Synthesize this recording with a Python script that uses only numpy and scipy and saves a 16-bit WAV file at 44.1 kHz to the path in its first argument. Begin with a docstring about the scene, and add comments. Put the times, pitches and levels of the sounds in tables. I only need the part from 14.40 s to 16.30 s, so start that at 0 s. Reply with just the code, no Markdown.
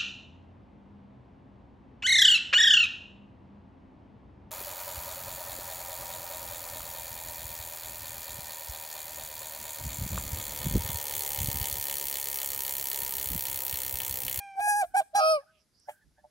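"""A near swan gives three bright honks; the last drops into a lower, beating hoot.
Each note is a stack of harmonics on a trembling pitch, with air rushing in the throat; the voice cracks
where notes start and end. Soft grunts follow, slow pulses that ring the throat. Behind are far calls,
faint hisses, low thumps and puffs on a snowy shore, with weak echoes over the ice."""
import sys
import numpy as np
from scipy import signal
from scipy.fft import rfft, irfft, next_fast_len
from scipy.io import wavfile

SR = 44100
rng = np.random.default_rng(int(sys.argv[2]) if len(sys.argv) > 2 else 0)


def waveform_to_disk(signal):
    """Save audio, clipped to [-1, 1], as 16-bit WAV at the path in sys.argv[1]."""
    frames = np.transpose(np.atleast_2d(signal))
    scaled = np.clip(frames, -1, 1) * 32767
    samples = np.round(scaled).astype(np.int16)
    wavfile.write(sys.argv[1], SR, samples)


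N = 83790
T = np.arange(N) / SR


def from_db(db):
    """Decibels to gain."""
    return 10 ** (np.asarray(db) / 20)


def unit_rms(x):
    """Scale to rms 1."""
    return x / np.sqrt(np.mean(x ** 2) + 1e-20)


def colour(x, spectrum):
    """Filter by (f/Hz, gain/dB) points on a log-frequency axis."""
    size = next_fast_len(x.shape[-1] + 4096)
    hz, db = np.transpose(spectrum)
    bins_hz = np.maximum(np.fft.rfftfreq(size, 1 / SR), 1)
    gain = from_db(np.interp(np.log(bins_hz), np.log(hz), db))
    return irfft(rfft(x, size) * gain, size)[..., :x.shape[-1]]


def noise(spectrum, coherence=0.6):
    """Coloured stereo noise, rms 1."""
    white = rng.standard_normal((3, N))
    return unit_rms(colour(np.sqrt(coherence) * white[2] + np.sqrt(1 - coherence) * white[:2], spectrum))


def drift(rate_hz, size=N):
    """Smooth random wander, rms about 1, band-limited near rate_hz."""
    grid_hz, points = 2000, 4096
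    lowpass = np.exp(-0.5 * (np.fft.rfftfreq(points, 1 / grid_hz) / rate_hz) ** 2)
    slow = irfft(rfft(rng.standard_normal(points)) * lowpass)
    return np.interp(T[:size] * grid_hz, np.arange(points), unit_rms(slow))


def bell(centre, width, x=T):
    """Gaussian bump, over time by default."""
    return np.exp(-0.5 * ((x - centre) / width) ** 2)


def pan(left_minus_right_db):
    """Gains of the two ears."""
    return from_db(np.array([[0.5], [-0.5]]) * left_minus_right_db)


# Spectra of the still air and the thumps: f/Hz, relative density/dB
AIR_SPECTRUM = [(15, -32.5), (25, -12.5), (69, 0.5), (281, -7.5), (445, -12), (598, -15.5), (1170, -19),
                (1660, -16.5), (2700, -23), (5010, -17.5), (8130, -23.5), (11200, -19.5), (15500, -47.5)]
THUMP_SPECTRUM = [(20, -13.5), (55, 12), (100, -6), (170, -3.5), (330, -11), (600, -48), (2000, -58.5)]
# Low thumps and puffs: t/s, half length/s, level/dB
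THUMPS = [(0.204, .015, -69.5), (0.378, 0.017, -68), (0.511, .04, -66), (0.762, .015, -63.5),
          (0.971, .015, -69.5), (1.672, 0.026, -62), (1.798, .07, -73)]
# Hisses: t/s, half length/s, centre/Hz, width/oct, level/dB
HISSES = [(0.76, 0.007, 10400, 0.25, -56), (0.77, 0.0018, 10400, .2, -48.5),
          (1.165, 0.031, 2760, 0.23, -73), (1.21, 0.022, 5220, 0.14, -74.5), (1.4, 0.0018, 8300, 0.15, -64),
          (1.368, 0.022, 4800, 0.1, -72), (1.428, 0.034, 5300, 0.14, -69),
          (1.514, 0.022, 9200, 0.47, -62.5), (1.53, 0.046, 11500, 0.49, -75),
          (0.86, .035, 10000, 0.51, -71), (0.47, .03, 11000, .4, -69)]
def background(air_db=-74, thump_pan_db=-3.5, hiss_pan_db=-5.5):
    """Still air, low thumps as the honks start, faint low puffs and narrow-band hisses."""
    thump_gain = sum(from_db(db) * bell(at, half) for at, half, db in THUMPS)
    thumps = thump_gain * noise(THUMP_SPECTRUM, coherence=0.64)
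    out = from_db(air_db) * noise(AIR_SPECTRUM, coherence=0.64) + pan(thump_pan_db) * thumps
    for at, half, hz, octaves, db in HISSES:
        band = [(hz * 2 ** (octaves * k), -4 * k * k) for k in range(-4, 5)]
        out += pan(hiss_pan_db) * from_db(db) * bell(at, half) * noise(band)
    return out


# Sound thrown back by the shore: f/Hz, gain/dB
SCATTER = [(100, -51), (700, -33), (1600, -26), (3000, -26), (6000, -22.5), (10000, -21.5), (15000, -18)]
# Echoes over the ice: delay/s, gain/dB
ECHOES = [(0.224, -50.5), (.3, -61.5)]
def shore(x, t60_s=0.35, predelay_s=0.004, echo_cutoff_hz=4900):
    """A weak diffuse tail and two dull echoes."""
    tail = rng.standard_normal((2, N)) * from_db(-60 * T / t60_s) * (T > predelay_s)
    tail = colour(tail / np.sqrt(np.sum(tail ** 2) / 2), SCATTER)
    dull = signal.sosfilt(signal.butter(2, echo_cutoff_hz, fs=SR, output="sos"), x)
    echoes = sum(from_db(db) * np.interp(T - delay, T, dull, left=0) for delay, db in ECHOES)
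    return signal.fftconvolve(x[None], tail)[:, :N] + echoes


def envelopes(note, pitch_hz, top_hz, sag_db_per_semitone):
    """Gains of four registers and the air; overtones fade as the pitch sags below its top."""
    start, end, attack, release, *levels_db = note
    edges = (T - start) / attack, (end - T) / release
    gate = np.prod([(1 + np.tanh(u + u ** 3 / 20)) / 2 for u in edges], axis=0)
    sag_semitones = np.clip(12 * np.log2(top_hz / pitch_hz), 0, 2)
    return [gate * from_db(db - slope * sag_semitones)
            for db, slope in zip(levels_db, sag_db_per_semitone)]


# Pushes of breath: t/s, half length/s, centre/Hz, width/oct, gain/dB
PUSHES = [(0.188, 0.011, 800, 0.38, 8), (0.214, 0.011, 2500, 0.32, 5), (0.295, 0.015, 10000, .5, 8),
          (0.297, .016, 1697, 0.55, 5), (0.325, .025, 5810, 0.37, 5.5), (0.353, 0.0078, 9950, .5, -3.5),
          (0.381, .022, 2500, 0.32, -10), (0.418, 0.0074, 9960, 0.72, 5.5), (0.421, .006, 2490, 0.22, 8),
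          (0.835, .035, 1266, 0.36, 4), (0.834, 0.032, 10020, 0.37, -10.5), (0.933, .014, 2800, 0.31, -8.5)]
def push_db(t, hz):
    """Pushes of breath swell or thin the harmonics in a band."""
    return sum(db * bell(at, half, t) * bell(0, octaves, np.log2(hz / centre))
               for at, half, centre, octaves, db in PUSHES)


# Borders between fundamental, low overtones, upper overtones and treble: f/Hz
REGISTER_EDGES_HZ = [1000, 3700, 7200]
# Hoarse spells: t/s, half length/s, air noise boost/dB
HOARSE_SPELLS = [(0.206, 0.0062, 12.5), (0.301, 0.02, 8), (0.418, .013, 17), (0.87, .025, 2.5)]
def voice(note, pitch, tone_db, sag, rush, jitter, flutter, flutter_hz, beat=0, beat_hz=112.1):
    """Harmonics on a trembling pitch, the high ones fluttering most, plus rushing air."""
    knots_s, knots_hz = np.transpose(pitch)
    pitch_hz, top_hz = np.interp(T, knots_s, knots_hz), knots_hz.max()
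    live = (T > note[0] - 0.06) & (T < note[1] + 0.1)
    t, size, beat = T[live], live.sum(), np.broadcast_to(beat, N)[live]
    tremble = (jitter + 0.008 * beat) * drift(rate_hz=150, size=size)
    phase = 2 * np.pi * np.cumsum(pitch_hz[live] * (1 + tremble)) / SR
    beat_phase = 2 * np.pi * beat_hz * t
    harmonics, tone_db = np.arange(len(tone_db)) + 1, np.array(tone_db)
    registers = np.searchsorted(REGISTER_EDGES_HZ, harmonics * top_hz)
    *gains, air = envelopes(note, pitch_hz, top_hz, sag)
    hoarse_db = sum(db * bell(at, half) for at, half, db in HOARSE_SPELLS)
    out = air * from_db(hoarse_db) * unit_rms(colour(rng.standard_normal(N), rush))
    for k, db, register in zip(harmonics, tone_db, registers):
        register_norm = np.linalg.norm(from_db(tone_db[registers == register]))
        share = from_db(db + push_db(t, k * top_hz)) / register_norm
        swing_rad = 0.9 * beat * (k - 1) ** 0.72
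        wave = np.sin(k * phase + swing_rad * np.sin(beat_phase))
        depth = flutter * (k - 0.6) ** 0.8 * (1.6 if register == 1 else 1)
        wave += depth * drift(flutter_hz, size) * np.sin(k * phase)
        wave += depth * drift(flutter_hz, size) * np.cos(k * phase)
        if k == 1:  # second tone, beat_hz above the fundamental
            wave = wave * (1 - 0.65 * beat) + 0.5 * beat * np.sin(phase + beat_phase)
        if k == 2:
            wave += 0.17 * beat * np.sin(k * phase - beat_phase)
        out[live] += np.sqrt(2) * share * gains[register][live] * wave
    return out


# Faint distant notes: t/s, length/s, f/Hz, level/dB
DISTANT_NOTES = [(0.502, 0.098, 770, -68), (0.975, 0.075, 836, -70.5), (1.059, .07, 762, -69.5),
                 (1.451, 0.12, 814, -68.5), (1.535, 0.09, 801, -73.5), (1.606, 0.042, 886, -72),
                 (1.763, 0.056, 857, -72.5)]
# Harmonics 1, 2, ...: gain/dB
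DISTANT_TONE_DB = [-16, 3, -30.5, -18.5]
def distant_notes(arch=0.08, jitter=0.05):
    """Small arched notes, mostly second harmonic: echoes of the honks, then far calls."""
    out = np.zeros(N)
    for start, length, hz, db in DISTANT_NOTES:
        u = np.clip(2 * (T - start) / length - 1, -1, 1)
        phase = 2 * np.pi * np.cumsum(hz * (1 - arch * u ** 2 + jitter * drift(rate_hz=200))) / SR
        tone = sum(gain * np.sin(k * phase) for k, gain in enumerate(from_db(DISTANT_TONE_DB), 1))
        out += from_db(db) * (1 - u ** 2) * tone
    return np.sqrt(2) * out


# Far note: start/s, end/s, attack/s, release/s, 4 register levels/dB, air/dB
FAR_NOTE = (-0.0361, 0.1915, 0.02, 0.19, -45, -49, -66.5, -66.5, -70)
# Pitch: t/s, f/Hz
FAR_PITCH = [(0.0, 802.6), (0.006, 807.3), (0.18, 771.4)]
# Harmonics 1, 2, ...: weight within register/dB
FAR_TONE_DB = [0, -10.5, -5, -23, -30.5, -31, -25, -27, -35, -30.5, -25, -34]
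# Throat air of all honks, far and near: f/Hz, relative density/dB
HONK_RUSH = [(200, -8.5), (1100, 0.5), (2300, -1), (3300, -6.5), (4500, -0.5), (6000, -2.5), (7500, -3),
             (9500, 2), (12000, -2), (15000, -14)]
FAR_SAG_DB_PER_SEMITONE = [-0.5, 8, 11.5, 20.5, 15]  # 4 registers, air
def far_honk():
    """One long note further off, dulling as it sinks."""
    return voice(FAR_NOTE, FAR_PITCH, FAR_TONE_DB, FAR_SAG_DB_PER_SEMITONE, HONK_RUSH,
                 jitter=0.0028, flutter=0.07, flutter_hz=91)


# Grunts: t/s, level/dB, pulse spacing/s, gain of high modes and rasp/dB
GRUNTS = [(1.4876, -32.5, 0.00702, 1), (1.027, -59.5, .007, -16), (1.784, -60.5, 0.0069, -7),
          (1.844, -49.5, 0.00699, -19)]
# Throat modes: f/Hz, gain/dB, T60/s
THROAT_MODES = [(604.3, -6, 0.098), (770, 0, 0.019), (872, -8.5, 0.032), (1716, -20.5, 0.029),
                (2060, -19.5, 0.012)]
# Rasp: f/Hz, relative density/dB
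GRUNT_RASP = [(200, -6.5), (1000, -3.5), (2000, 6.5), (3200, -1), (4200, -13.5), (6000, -14), (9000, -6),
              (12000, -9), (15000, -20)]
def grunts(pulses=5, loss_db=7.5, rise_s=0.00345, rasp_db=-16.5, rasp_t60_s=0.098):
    """Slow pulses ring the throat, weakening after the second, which also lets out a rasp."""
    def ring(age, t60):
        return np.exp(np.minimum(age, 0) / rise_s) * from_db(-60 * np.clip(age / t60, 0, 3))

    out, rasp = np.zeros(N), noise(GRUNT_RASP)[0]
    for start, db, spacing, high_db in GRUNTS:
        for k in range(pulses):
            age = T - start - k * spacing * rng.uniform(0.96, 1.02)
            pulse_db = db - loss_db * max(k - 1, 0)
            for hz, mode_db, t60 in THROAT_MODES:
                level_db = pulse_db + mode_db + high_db * (hz > REGISTER_EDGES_HZ[0])
                out += from_db(level_db) * ring(age, t60) * np.sin(2 * np.pi * hz * age)
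            if k == 1:
                out += from_db(db + high_db + rasp_db) * ring(age, rasp_t60_s) * rasp
    return out


# Voice cracks: t/s, half length/s, f/Hz, tone/dB, rasp/dB
CRACKS = [(0.202, 0.0063, 719.5, -30, -46.5), (0.278, 0.004, 733, -30, -55.5),
          (0.437, 0.0081, 645, -32, -46), (0.57, 0.0048, 714, -35, -51), (0.612, .008, 643, -33, -46),
          (0.741, .004, 646, -39.5, -70), (0.758, 0.0069, 745, -30.5, -38), (0.8, 0.0039, 670, -32.5, -54)]
# Rasp: f/Hz, relative density/dB
CRACK_RASP = [(60, -5.5), (150, -6), (400, -4), (750, 4.5), (1300, 5), (2000, -5.5), (3500, -0.5),
              (6000, -19.5), (10000, -26.5), (15000, -13.5)]
def cracks():
    """Where the voice breaks, a lower tone and a rasp flare up."""
    tones, rasp_gain = np.zeros((2, N))
    for at, half, hz, tone_db, rasp_db in CRACKS:
        phase = 2 * np.pi * (hz * (T - at) + rng.random())
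        tones += np.sqrt(2) * from_db(tone_db) * bell(at, half) * np.sin(phase)
        rasp_gain += from_db(rasp_db) * bell(at, half)
    return tones + rasp_gain * noise(CRACK_RASP)[0]


# Hoot: start/s, end/s, attack/s, release/s, 4 register levels/dB, air/dB
HOOT_NOTE = (0.79, 0.9689, 0.0233, 0.0273, -21.5, -28, -35, -41, -48)
# Pitch: t/s, f/Hz
HOOT_PITCH = [(0.815, 627.8), (0.817, 630.2), (0.917, 640.1), (0.967, 599), (0.984, 556)]
# Harmonics 1, 2, ...: weight within register/dB
HOOT_TONE_DB = [0, -7, -43, -19.5, -30, -29.5, -20.5, -15.5, -22.5, -46.5, -48, -44, -41, -31, -25, -32,
                -24, -32, -43.5, -46, -43, -48, -52]
# Throat air: f/Hz, relative density/dB
HOOT_RUSH = [(150, -20.5), (330, -4), (1100, -3.5), (2000, -26), (3000, -6), (3900, -20), (5000, 0),
             (6700, -19.5), (8500, -3), (11000, 0), (12500, -10), (15000, -14)]
# Beating with a second tone: t/s, depth/dB
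HOOT_BEAT = [(0.80, 0.5), (0.835, -8), (0.87, -14), (0.9, -26.5), (0.99, -40.5)]
HOOT_SAG_DB_PER_SEMITONE = [1.2, 1.5, 10, 9.8, 6.2]  # 4 registers, air
def hoot():
    """The low note, first rattling against a second tone, then clean."""
    beat = from_db(np.interp(T, *np.transpose(HOOT_BEAT)))
    return voice(HOOT_NOTE, HOOT_PITCH, HOOT_TONE_DB, HOOT_SAG_DB_PER_SEMITONE, HOOT_RUSH,
                 jitter=0.001, flutter=0.037, flutter_hz=90, beat=beat)


# Short notes: start/s, end/s, attack/s, release/s, 4 register levels/dB, air/dB
SHORT_NOTES = [(0.546, 0.561, 0.0043, 0.0018, -21, -34, -54.5, -49, -49),
               (0.5643, 0.607, .0015, .0045, -22.5, -32, -47, -36.5, -44),
               (0.751, 0.804, .0037, 0.0053, -22.5, -36, -36.5, -38, -43)]
# Pitch, one curve per note: t/s, f/Hz
SHORT_PITCHES = [
    [(0.54, 745), (0.56, 766)],
    [(0.564, 806), (0.582, 817.8), (0.598, 798), (0.61, 746)],
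    [(0.742, 772), (0.765, 821), (0.783, 822), (0.804, 782)],
]
# Harmonics 1, 2, ...: weight within register/dB
HOARSE_TONE_DB = [0, -13.5, -20, -34, -27.5, -27.5, -21.5, -27.5, -26.5, -21.5, -18.5, -21.5, -30.5, -25.5,
                  -34, -37, -44, -43]
HONK_SAG_DB_PER_SEMITONE = [-3, 4, 5.5, 7, 3]  # 4 registers, air
def short_honks():
    """Two hoarse, airy honks; the first starts on a dull note and breaks into a bright one."""
    return sum(voice(note, pitch, HOARSE_TONE_DB, HONK_SAG_DB_PER_SEMITONE, HONK_RUSH,
                     jitter=0.005, flutter=0.07, flutter_hz=130)
               for note, pitch in zip(SHORT_NOTES, SHORT_PITCHES))


# Long note: start/s, end/s, attack/s, release/s, 4 register levels/dB, air/dB
LONG_NOTE = (0.2155, 0.4352, 0.0438, 0.0175, -27, -32, -46.5, -36, -59.5)
# Pitch: t/s, f/Hz
LONG_PITCH = [(0.19, 785), (0.217, 828), (0.26, 830), (0.274, 825), (0.296, 836), (0.345, 818.4),
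              (0.371, 833.5), (0.401, 829), (0.419, 795), (0.43, 749.6), (0.44, 698)]
# Harmonics 1, 2, ...: weight within register/dB
CLEAR_TONE_DB = [0, -5.5, -14.5, -40.5, -35, -26, -23, -22, -29, -14, -14.5, -13, -20, -28.5, -23, -28, -28,
                 -34]
def long_honk():
    """A clear, brassy note, hoarse mainly at its ends."""
    return voice(LONG_NOTE, LONG_PITCH, CLEAR_TONE_DB, HONK_SAG_DB_PER_SEMITONE, HONK_RUSH,
                 jitter=0.0012, flutter=0.034, flutter_hz=70.1)


def place(x, balance, lag_ms):
    """Sound from one side: each ear has its own colour, at constant total power; the right lags."""
    hz, db = np.transpose(balance)
    excess_db = 10 * np.log10(np.cosh(db * np.log(10) / 20))
    left, right = (colour(x, np.column_stack([hz, side * db / 2 - excess_db])) for side in (1, -1))
    return np.array([left, np.interp(T - lag_ms / 1000, T, right)])


# Near swan's balance between the ears: f/Hz, left minus right/dB
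CLEAR_BALANCE = [(830, -2), (1650, 1.5), (2500, 4.5), (3300, 8), (4150, -3), (5000, -6.5), (5800, -3.5),
                 (6600, 1), (7500, -6), (8300, -10), (9100, -7.5), (9950, 6), (10800, 7), (11600, 1.5),
                 (12400, 7), (13300, 16), (15000, 6)]
HOARSE_BALANCE = [(810, -2.5), (1630, -0.5), (3250, 4.5), (4100, -4), (5000, -4.5), (6500, 0.5),
                  (7300, -7.5), (8900, -11), (9750, 8.5), (10600, 14), (11400, 6), (13000, 12), (15000, 7)]
HOOT_BALANCE = [(630, 0.5), (1260, -2.5), (2500, 4), (3200, 5.5), (4450, -14.5), (5100, -3.5), (6000, -0.5),
                (8300, -11), (9600, -1.5), (10800, 11.5), (15000, 2.5)]
def scene():
    """The near swan a little to the left, the distant notes behind it."""
    clear = long_honk() + cracks() + grunts()
    hoarse, low = short_honks(), hoot()
    far = far_honk() + distant_notes()
    near = place(clear, CLEAR_BALANCE, lag_ms=0.1688)
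    near += place(hoarse, HOARSE_BALANCE, lag_ms=0.18)
    near += place(low, HOOT_BALANCE, lag_ms=0.23)
    return near + pan(-1.5) * far + shore(clear + hoarse + low + far) + background()


def record(dry, cutoff_hz=15750):
    """Steep zero-phase low-pass."""
    return signal.sosfiltfilt(signal.ellip(10, 0.1, 70, cutoff_hz, fs=SR, output="sos"), dry)


dry = scene()
out = record(dry)
waveform_to_disk(out)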